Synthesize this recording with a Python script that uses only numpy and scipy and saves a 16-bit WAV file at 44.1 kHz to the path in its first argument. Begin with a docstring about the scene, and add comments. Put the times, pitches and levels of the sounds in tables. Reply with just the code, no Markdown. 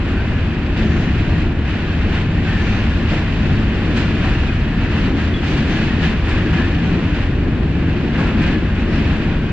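"""Inside a subway car on a steel bridge, heard at the window while the train rolls steadily.
Farthest back, shaped noise makes the car body rumble and boom and one wall panel drone on its resonance.
Loose fittings chatter as random noise ticks and clink as clustered sines; a flange chirps as a falling sine
and squeaks as band noise. In front, noise coloured by wheel modes roars in surges and sings, and rail
joints knock as decaying noise."""
import sys
import numpy as np
from scipy import signal
from scipy.fft import rfft, irfft
from scipy.io import wavfile
from scipy.ndimage import uniform_filter1d, minimum_filter1d

SR = 44100
rng = np.random.default_rng(int(sys.argv[2]) if len(sys.argv) > 2 else 0)


def put_to_file(sound):
    """Save the sound as 16-bit audio at rate SR, in the file named by the first command-line argument."""
    columns = np.atleast_2d(sound).T  # one column per channel
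    safe = np.clip(columns, -1, 1)
    whole_steps = np.round(safe * 32767)
    wavfile.write(sys.argv[1], SR, whole_steps.astype(np.int16))


N = 419832
HZ = np.fft.rfftfreq(N, 1 / SR)
TIME = np.arange(N) / SR


def gain_of(db):
    """Decibels to amplitude."""
    return 10 ** (np.asarray(db) / 20)


def evened(x):
    """Scales to an rms of 1."""
    return x / np.sqrt(np.mean(x ** 2) + 1e-20)


def follow(curve):
    """A curve of (t/s, value) rows at every sample."""
    return np.interp(TIME, *np.transpose(curve))


def read(points):
    """The columns of a table over frequency, at every bin, joined along log frequency."""
    hz, *columns = np.transpose(points)
    return [np.interp(np.log(HZ + 1), np.log(hz + 1), column) for column in columns]


def resonance(hz, width, bins=HZ):
    """Gain per bin of one steep resonance."""
    return 1 / (1 + (2 * (bins - hz) / width) ** 4)


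def colour(points, modes=()):
    """Gain per bin: a broad shape with resonances standing on it."""
    peaks_db = sum(db / (1 + (2 * (HZ - hz) / width) ** 2) for hz, width, db in modes)
    return gain_of(read(points)[0] + peaks_db)


def drift(rate_hz):
    """Slow chance of rms 1, fading out above the rate."""
    return evened(irfft(rfft(rng.standard_normal(N)) / (1 + (HZ / rate_hz) ** 4), N))


def decay(age, t60):
    """Falls by 60 dB in t60 seconds."""
    return np.exp(-np.log(1000) * age / t60)


# the two microphone ports: [f/Hz, likeness 0-1, left lead/rad, left minus right/dB]
MICROPHONE_PORTS = [(30, .9965, 0, .6), (70, .998, -.01, .6), (130, .993, -.02, .9), (260, .977, -.06, 1.5),
                    (550, .9, -.12, 1.1), (850, .8, -.33, 1.5), (1450, .85, -.3, 1.7), (1700, .85, -.33, 3),
                    (2150, .66, -.55, 3.6), (2570, .22, -.8, -5.3), (2950, .54, -1.55, 0),
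                    (3550, .47, -.9, 1), (4400, .26, -.8, -5.4), (5300, .1, -2, -2), (6000, .3, -3.7, -1),
                    (7000, .33, -3.4, 2.3)]


def in_cabin(gain, drive=None):
    """Colours two drives (noise if none is given) and spreads them over the ports: bass alike, treble diffuse."""
    near, diffuse = rfft(rng.standard_normal((2, N)) if drive is None else drive)
    same, lead, tilt_db = read(MICROPHONE_PORTS)
    same = np.clip(same, -1, 1)
    left = near * gain_of(tilt_db / 2)
    right = (same * near + np.sqrt(1 - same ** 2) * diffuse) * np.exp(-1j * lead)
    return evened(irfft(gain * np.array([left, right * gain_of(-tilt_db / 2)]), N))


def steadied(x, seconds, amount):
    """Evens out the chance swells of a vibration that is driven without pause."""
    power = (abs(signal.hilbert(x)) ** 2).mean(0)
    power = uniform_filter1d(power, max(int(seconds * SR), 1))
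    return evened(x / (abs(power) + 1e-6) ** (np.clip(amount, 0, 1) / 2))


def wandering(x, share, rate_hz):
    """Lets all the resonances of a vibration slide a little up and down as the load shifts."""
    warped = TIME + np.cumsum(share * drift(rate_hz)) / SR
    return np.array([np.interp(warped, TIME, port, period=N / SR) for port in x])


# level of the deep rumble, before its trim: [t/s, level/dB]
RUMBLE_LEVEL = [(0, -20), (.24, -16.5), (.5, -19.5), (.95, -19.5), (1.17, -17), (1.82, -21), (2.15, -17),
                (2.5, -18), (3.1, -18), (3.65, -18.5), (4.05, -20), (4.38, -16.5), (4.68, -19), (4.85, -18),
                (5.3, -18), (5.78, -20.3), (6.1, -19.5), (6.45, -18.5), (6.95, -20), (7.27, -17.5),
                (7.48, -18.5), (8.12, -20.5), (8.32, -18.5), (8.75, -19.5), (9.2, -16), (9.42, -21)]
# the bridge shakes the car, panel boom before its trim: [t/s, level/dB]
SHAKE_LEVEL = [(0, -22.5), (.3, -22.5), (0.7, -22), (.82, -20), (1.05, -19.5), (1.17, -22), (1.34, -19),
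               (1.55, -22.5), (2.1, -20.5), (2.55, -21.5), (3.1, -20.5), (3.29, -23), (3.45, -19.5),
               (3.7, -21.5), (4.05, -18.5), (4.42, -22.5), (5.12, -19.5), (5.25, -22.5), (5.45, -21),
               (5.58, -18), (5.82, -19), (6.1, -19), (6.25, -23), (6.45, -18.5), (6.68, -19), (6.98, -18),
               (7.26, -23.5), (7.42, -20), (7.8, -20), (8.2, -20), (8.5, -16.5), (8.68, -23), (8.95, -19.5),
               (9.5, -20.5)]
# broad colours of rumble and boom: [f/Hz, relative level/dB]
RUMBLE_COLOUR = [(5, -32.5), (14, -17), (26, 0.5), (55, -3), (95, -3), (120, -8), (200, -32), (600, -63)]
BOOM_COLOUR = [(60, -28.5), (105, -14), (130, -1), (200, -2), (275, -3), (355, -9), (410, -12),
               (510, -18.5), (750, -25.5), (1200, -32.5), (4000, -64)]
# modes of the cabin air and floor, then of wall and roof panels: [f/Hz, width/Hz, lift/dB]
AIR_AND_FLOOR_MODES = [(43.4, 5.7, 4.5), (75, 15, 5), (98, 12, 4)]
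WALL_AND_ROOF_MODES = [(135.3, 6.2, 3), (166.6, 20, 5.5), (266, 27, 1.5), (308.2, 6, 5), (339.4, 15, 3),
                       (359, 17, 2.5)]


def car_body(rumble_trim_db=0.46, boom_trim_db=0.5, sway_db=-3.5, lump_db=0.72):
    """The track sways the whole car, shakes the cabin air into a rumble and the panels into a lumpy boom."""
    deep = colour(RUMBLE_COLOUR, AIR_AND_FLOOR_MODES)
    whole_car = 1 / (1 + (HZ / 56) ** 8)  # share of the power that is sway, below about 56 Hz
    sway = steadied(in_cabin(deep * np.sqrt(whole_car)), seconds=.11, amount=0.41)
    air = wandering(in_cabin(deep * np.sqrt(1 - whole_car)), share=.018, rate_hz=2.5)
    air = steadied(air, seconds=0.079, amount=0.32)
    rumble = evened(gain_of(sway_db) * sway + air)
    panels = in_cabin(colour(BOOM_COLOUR, WALL_AND_ROOF_MODES))
    panels = wandering(panels, share=.012, rate_hz=2.5)
    boom = steadied(panels, seconds=0.068, amount=0.45)
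    rumble_db = follow(RUMBLE_LEVEL) + rumble_trim_db
    boom_db = follow(SHAKE_LEVEL) + boom_trim_db + lump_db * drift(5.0)
    return rumble * gain_of(rumble_db) + boom * gain_of(boom_db)


# the loosest wall panel drones in surges: [t/s, level/dB]
DRONE_LEVEL = [(0, -32), (0.7, -34), (0.85, -21.5), (1.15, -33.5), (2.25, -37.5), (2.48, -30), (3.12, -27),
               (3.3, -38), (3.45, -27.5), (4.15, -26.5), (4.38, -38), (4.85, -29), (5.42, -33), (5.58, -24),
               (6.05, -25.5), (6.25, -32), (6.75, -28.5), (7.4, -35), (8.35, -25), (9.1, -28.5),
               (9.5, -27.5)]
DRONE_HZ, DRONE_WIDTH_HZ = 219.3, 13.3


def drone(steadiness=.7):
    """One panel resonance, shaken without pause, hums at a fixed pitch while its level surges."""
    mode = in_cabin(resonance(DRONE_HZ, DRONE_WIDTH_HZ))
    return steadied(mode, seconds=.12, amount=steadiness) * gain_of(follow(DRONE_LEVEL))


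# loose metal parts clinking: [t/s, f/Hz, level before rise and decay/dB, t60/s]
LOOSE_PART_CLINKS = [(4.48, 2480, -27, .16), (4.565, 1670, -30, 0.16), (4.972, 2680, -21.5, .09)]


def clinks(rise_s=0.0036, width_hz=45, count=5):
    """A loose part strikes once and rings briefly on a cluster of close modes."""
    out = np.zeros((2, N))
    age = np.arange(SR // 2) / SR
    for s, hz, db, t60 in LOOSE_PART_CLINKS:
        cluster_hz = hz + width_hz * np.linspace(-1, 1, count)[:, None]
        cycles = cluster_hz * age + rng.random((2, count, 1))
        ring = evened(np.sin(2 * np.pi * cycles).sum(1))
        envelope = (1 - np.exp(-age / rise_s)) * decay(age, t60)
        start = int(s * SR)
        out[:, start:start + len(age)] += gain_of(db) * ring * envelope
    return out


# bright colour of struck steel, shared by the chatter and the joints: [f/Hz, relative level/dB]
CLASH_COLOUR = [(500, -22), (1600, 0.5), (2700, -2), (4400, -7.5), (6000, -16), (8000, -19), (13000, -28)]
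CHATTER_PER_S, CHATTER_DB = 54, -48.5  # mean tap rate, rms level


def chatter(contact_db, power_decay_s=0.0093, spread_db=3, growth=1.5):
    """Loose fittings tap at random, more strongly when the wheels grind."""
    tap_db = spread_db * np.minimum(rng.exponential(1, N), 3)
    taps = (rng.random(N) < CHATTER_PER_S / SR) * gain_of(tap_db)
    power = signal.lfilter([1], [1, -np.exp(-1 / (power_decay_s * SR))], taps ** 2)
    ticks = in_cabin(colour(CLASH_COLOUR), np.sqrt(power) * rng.standard_normal((2, N)))
    return gain_of(CHATTER_DB) * evened(ticks * gain_of(growth * contact_db))


# three quick slips of a flange that make one falling chirp: [t/s, length/s, level at the crest/dB]
FLANGE_SLIPS = [(5.338, 0.015, -29), (5.355, 0.022, -32), (5.376, 0.033, -38.5)]
CHIRP_HZ, CHIRP_SAG_HZ_PER_S = 3395, 850


def chirp(waver_hz=8, pan_db=2, bite_hz=22, bite_s=.014):
    """A flange sticks and slips, ringing one wheel mode that starts rough, clears and sags in pitch."""
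    age = np.clip(TIME - FLANGE_SLIPS[0][0], 0, 1)
    roughness_hz = waver_hz + bite_hz * np.exp(-age / bite_s)
    hz = CHIRP_HZ - CHIRP_SAG_HZ_PER_S * age + roughness_hz * drift(150)
    slips = np.zeros(N)
    for s, length, db in FLANGE_SLIPS:
        slips += gain_of(db) * np.sin(np.pi * np.clip((TIME - s) / length, 0, 1))
    tone = np.sqrt(2) * np.sin(2 * np.pi * np.cumsum(hz) / SR)
    return slips * tone * gain_of([[pan_db / 2], [-pan_db / 2]])


# flanges rubbing on the rail: [t/s, length/s, f/Hz, width/Hz, level/dB, left minus right/dB]
FLANGE_SQUEAKS = [(0.764, 0.4, 6000, 2200, -53, 4), (2.55, 0.32, 6100, 1300, -53, 3),
                  (5.455, .09, 6130, 300, -52, 3), (5.677, 0.11, 6100, 600, -50, -1),
                  (8.857, 0.2, 4670, 1800, -48, -7)]


def squeaks():
    """A rubbing flange hisses in a band of high wheel modes."""
    out = np.zeros((2, N))
    bins = np.fft.rfftfreq(SR, 1 / SR)
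    for s, length, hz, width, db, pan_db in FLANGE_SQUEAKS:
        window = signal.windows.tukey(int(length * SR), .7)
        ring = irfft(rfft(rng.standard_normal((2, SR))) * resonance(hz, width, bins))
        ring = np.array([evened(port) for port in ring[:, :len(window)]])
        start = int(s * SR)
        port_gains = gain_of([[db + pan_db / 2], [db - pan_db / 2]])
        out[:, start:start + len(window)] += ring * window * port_gains
    return out


# wheels knocking over rail joints, before rise and decay: [t/s, clash level/dB, thud level/dB, t60/s]
RAIL_JOINTS = [(2.14, -33, -33, 0.25), (3.115, -31, -19.5, 0.25), (3.962, -22.5, -23, 0.18),
               (4.24, -33, -18.5, 0.23), (6.035, -40, -32, .3), (6.28, -29, -39, 0.34),
               (8.18, -31, -18, 0.45), (8.415, -32, -34, 0.22)]
# dull colour of a knock in the floor: [f/Hz, relative level/dB]
THUD_COLOUR = [(70, -11), (170, 7), (350, 1), (550, -3.5), (900, -3.5), (1400, -10), (2500, -18),
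               (6000, -52)]
# steel that rings under a knock: [f/Hz, width/Hz, lift/dB]
KNOCKED_STEEL_MODES = [(775, 30, 3.5), (907, 79, 3), (1350, 35, 10), (1640, 60, 6.5), (1800, 54, 2),
                       (2100, 40, 4.5), (2380, 35, 5), (2720, 35, 3.5)]


def joints(rise_s=0.0069):
    """Each joint sets off a clash of steel and a thud in the floor that die away through the car."""
    clash, thud = np.zeros((2, N))
    for s, clash_db, thud_db, t60 in RAIL_JOINTS:
        age = np.maximum(TIME - s, 0)
        blow = (1 - np.exp(-age / rise_s)) * decay(age, t60)
        clash += gain_of(clash_db) * blow
        thud += gain_of(thud_db) * blow
    steel = in_cabin(colour(CLASH_COLOUR, KNOCKED_STEEL_MODES))
    floor = in_cabin(colour(THUD_COLOUR, KNOCKED_STEEL_MODES))
    return clash * steel + thud * floor


# wheel modes that sing out by turns: [f/Hz, width/Hz, level above contact and singing lift/dB]
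SINGING_MODES = [(1478, 57, -19.5), (1616, 30, -14), (1741, 79, -12.5), (1873, 90, -16.5), (2567, 80, -19)]
# how freely the wheel modes sing: [t/s, lift/dB]
SINGING_LIFT = [(0, -4), (0.2, 4), (0.4, -4), (1.12, 0), (1.55, -0.5), (2.3, -2), (2.52, 1), (2.95, -9),
                (3.12, 0.5), (3.6, -4), (4.12, -7), (4.65, 0), (5.1, 0), (5.4, -5), (6, 2.5), (6.22, -7.5),
                (6.45, 3.5), (7, -1), (7.7, -1), (8.3, -2), (8.58, 4.5), (8.8, -0.5), (9.08, 1), (9.25, -2),
                (9.5, 4)]


def singing(contact_db, spread_db=5.0, turn_hz=9, pan_db=2.6):
    """The rolling contact feeds now one wheel mode, now another, so the metallic ringing shifts in pitch."""
    ring = np.zeros(N)
    for hz, width, db in SINGING_MODES:
        mode = irfft(rfft(rng.standard_normal(N)) * resonance(hz, width), N)
        turns_db = spread_db * np.minimum(drift(turn_hz), 1.5)
        ring += gain_of(db) * evened(mode * gain_of(turns_db))
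    ring = wandering(ring[None], share=.022, rate_hz=7)
    level_db = contact_db + follow(SINGING_LIFT)
    return ring * gain_of(level_db) * gain_of([[pan_db / 2], [-pan_db / 2]])


# how hard the wheels grind on ordinary stretches of rail, before the roar's trim: [t/s, level/dB]
ORDINARY_CONTACT = [(0, -32.5), (0.6, -33), (1.42, -31), (1.56, -36), (1.72, -31.5), (2.1, -31.5),
                    (2.35, -33), (2.55, -30), (2.85, -30.5), (3.5, -31.5), (4.3, -29.5), (4.7, -32.5),
                    (5.38, -32), (5.9, -30), (6.12, -30.5), (6.2, -31.5), (6.3, -30), (7.15, -32),
                    (7.45, -35), (8.05, -32.5), (9.5, -33.5)]
# rough stretches, each a surge of the roar before blur and growth: [t/s, length/s, lift/dB, extra hiss/dB]
ROUGH_STRETCHES = [(0.058, 0.049, 1.5, -0.5), (0.167, .25, 1, -1.5), (0.757, 0.06, 2.5, 2),
                   (0.896, .3, 1, 0), (1.643, 0.044, 1.5, 0), (2.107, 0.068, 3.5, -2),
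                   (2.426, 0.091, 2, -1.5), (2.642, 0.17, 1.8, -2), (3.067, 0.12, 2, 1),
                   (3.303, 0.27, 1, 0.5), (3.942, 0.065, 3, -0.5), (4.216, 0.075, 2, -4),
                   (4.782, 0.049, 3, -3), (4.899, 0.15, 3.5, -1), (5.159, 0.095, 2.5, 1),
                   (5.423, 0.18, 2.5, 2.5), (5.665, 0.17, 2.5, 0.5), (6.003, 0.064, 4.5, -2.5),
                   (6.255, 0.12, 2.5, -4.5), (6.517, 0.1, 3.5, -3), (6.805, 0.1, 1, -0.5),
                   (7.131, 0.083, 3, -2.5), (8.133, .16, 4, -5.5), (8.374, .15, 5, -4),
                   (8.755, 0.045, 2.5, -3), (8.911, .24, 4, -3), (9.2, 0.12, 3, -3.5)]
SURGE_RISE_S, SURGE_FALL_S, SURGE_BLUR_S = 0.021, 0.079, 0.024


def grinding():
    """Contact level and extra hiss in dB: each rough stretch shifts them quickly, holds them, lets them return."""
    contact_db, hiss_db = follow(ORDINARY_CONTACT), np.zeros(N)
    for start, length, lift_db, extra_db in ROUGH_STRETCHES:
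        rise = (TIME - start) / SURGE_RISE_S
        fall = 1 - (TIME - start - length) / SURGE_FALL_S
        surge = np.clip(np.minimum(rise, fall), 0, 1)
        contact_db += lift_db * surge
        hiss_db += extra_db * surge
    return uniform_filter1d(contact_db, max(int(SURGE_BLUR_S * SR), 1)), hiss_db


# broad colour of the roar: [f/Hz, relative level/dB]
ROAR_COLOUR = [(150, -19.5), (450, -0.5), (650, 0), (850, -0.5), (1200, -2.5), (1650, 0.5), (2250, -1),
               (2700, -0.5), (3400, -7), (4400, -13.5), (5400, -21), (6200, -24.5), (8000, -32),
               (13000, -38.5)]
# ringing of wheels and rails, with two hollows between the modes: [f/Hz, width/Hz, lift/dB]
WHEEL_AND_RAIL_MODES = [(800, 25, 1.5), (853, 36, -4.5), (1450, 56, 2), (1730, 190, 1.3), (2190, 60, -2),
                        (2460, 190, 1.5), (2930, 100, 2.3)]


def rolling(contact_db, hiss_db, roar_trim_db=2.5, low_growth=.72, high_growth=1.94, flutter_db=0.37):
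    """Rough steel rolls on steel; harder contact is louder and also brighter."""
    usual_db = contact_db.mean()
    surge_db = contact_db - usual_db + flutter_db * drift(35)
    roar = rfft(in_cabin(colour(ROAR_COLOUR, WHEEL_AND_RAIL_MODES)))
    low = 1 / (1 + (HZ / 1100) ** 4)
    high = 1 - 1 / (1 + (HZ / 3700) ** 4)
    bands = [(low, low_growth * surge_db),
             (1 - low - high, surge_db),
             (high, high_growth * surge_db + hiss_db)]
    surging = sum(irfft(roar * band, N) * gain_of(db) for band, db in bands)
    return gain_of(usual_db + roar_trim_db) * surging


def scene():
    """Everything heard at the window."""
    contact_db, hiss_db = grinding()
    background = car_body() + drone()
    fittings = clinks() + chatter(contact_db)
    flanges = chirp() + squeaks()
    wheels = joints() + singing(contact_db) + rolling(contact_db, hiss_db)
    return background + fittings + flanges + wheels


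STEP_HZ, EDGE_HZ = 8050, 13800  # where the treble steps down, where it ends


def record(dry, air_db=-16):
    """A limiter holds down the highest peaks; the treble steps down, then ends."""
    ceiling, size = .61, 400  # full scale = 1, window in samples
    needed = np.minimum(1, ceiling / (abs(dry).max(0) + 1e-9))
    limited = dry * uniform_filter1d(minimum_filter1d(needed, size), size)
    main, full = (signal.firwin(301, hz, window=("kaiser", 8), fs=SR) for hz in (STEP_HZ, EDGE_HZ))
    response = main + gain_of(air_db) * (full - main)
    return signal.oaconvolve(limited, response[None], "same")


dry = scene()
out = record(dry)
put_to_file(out)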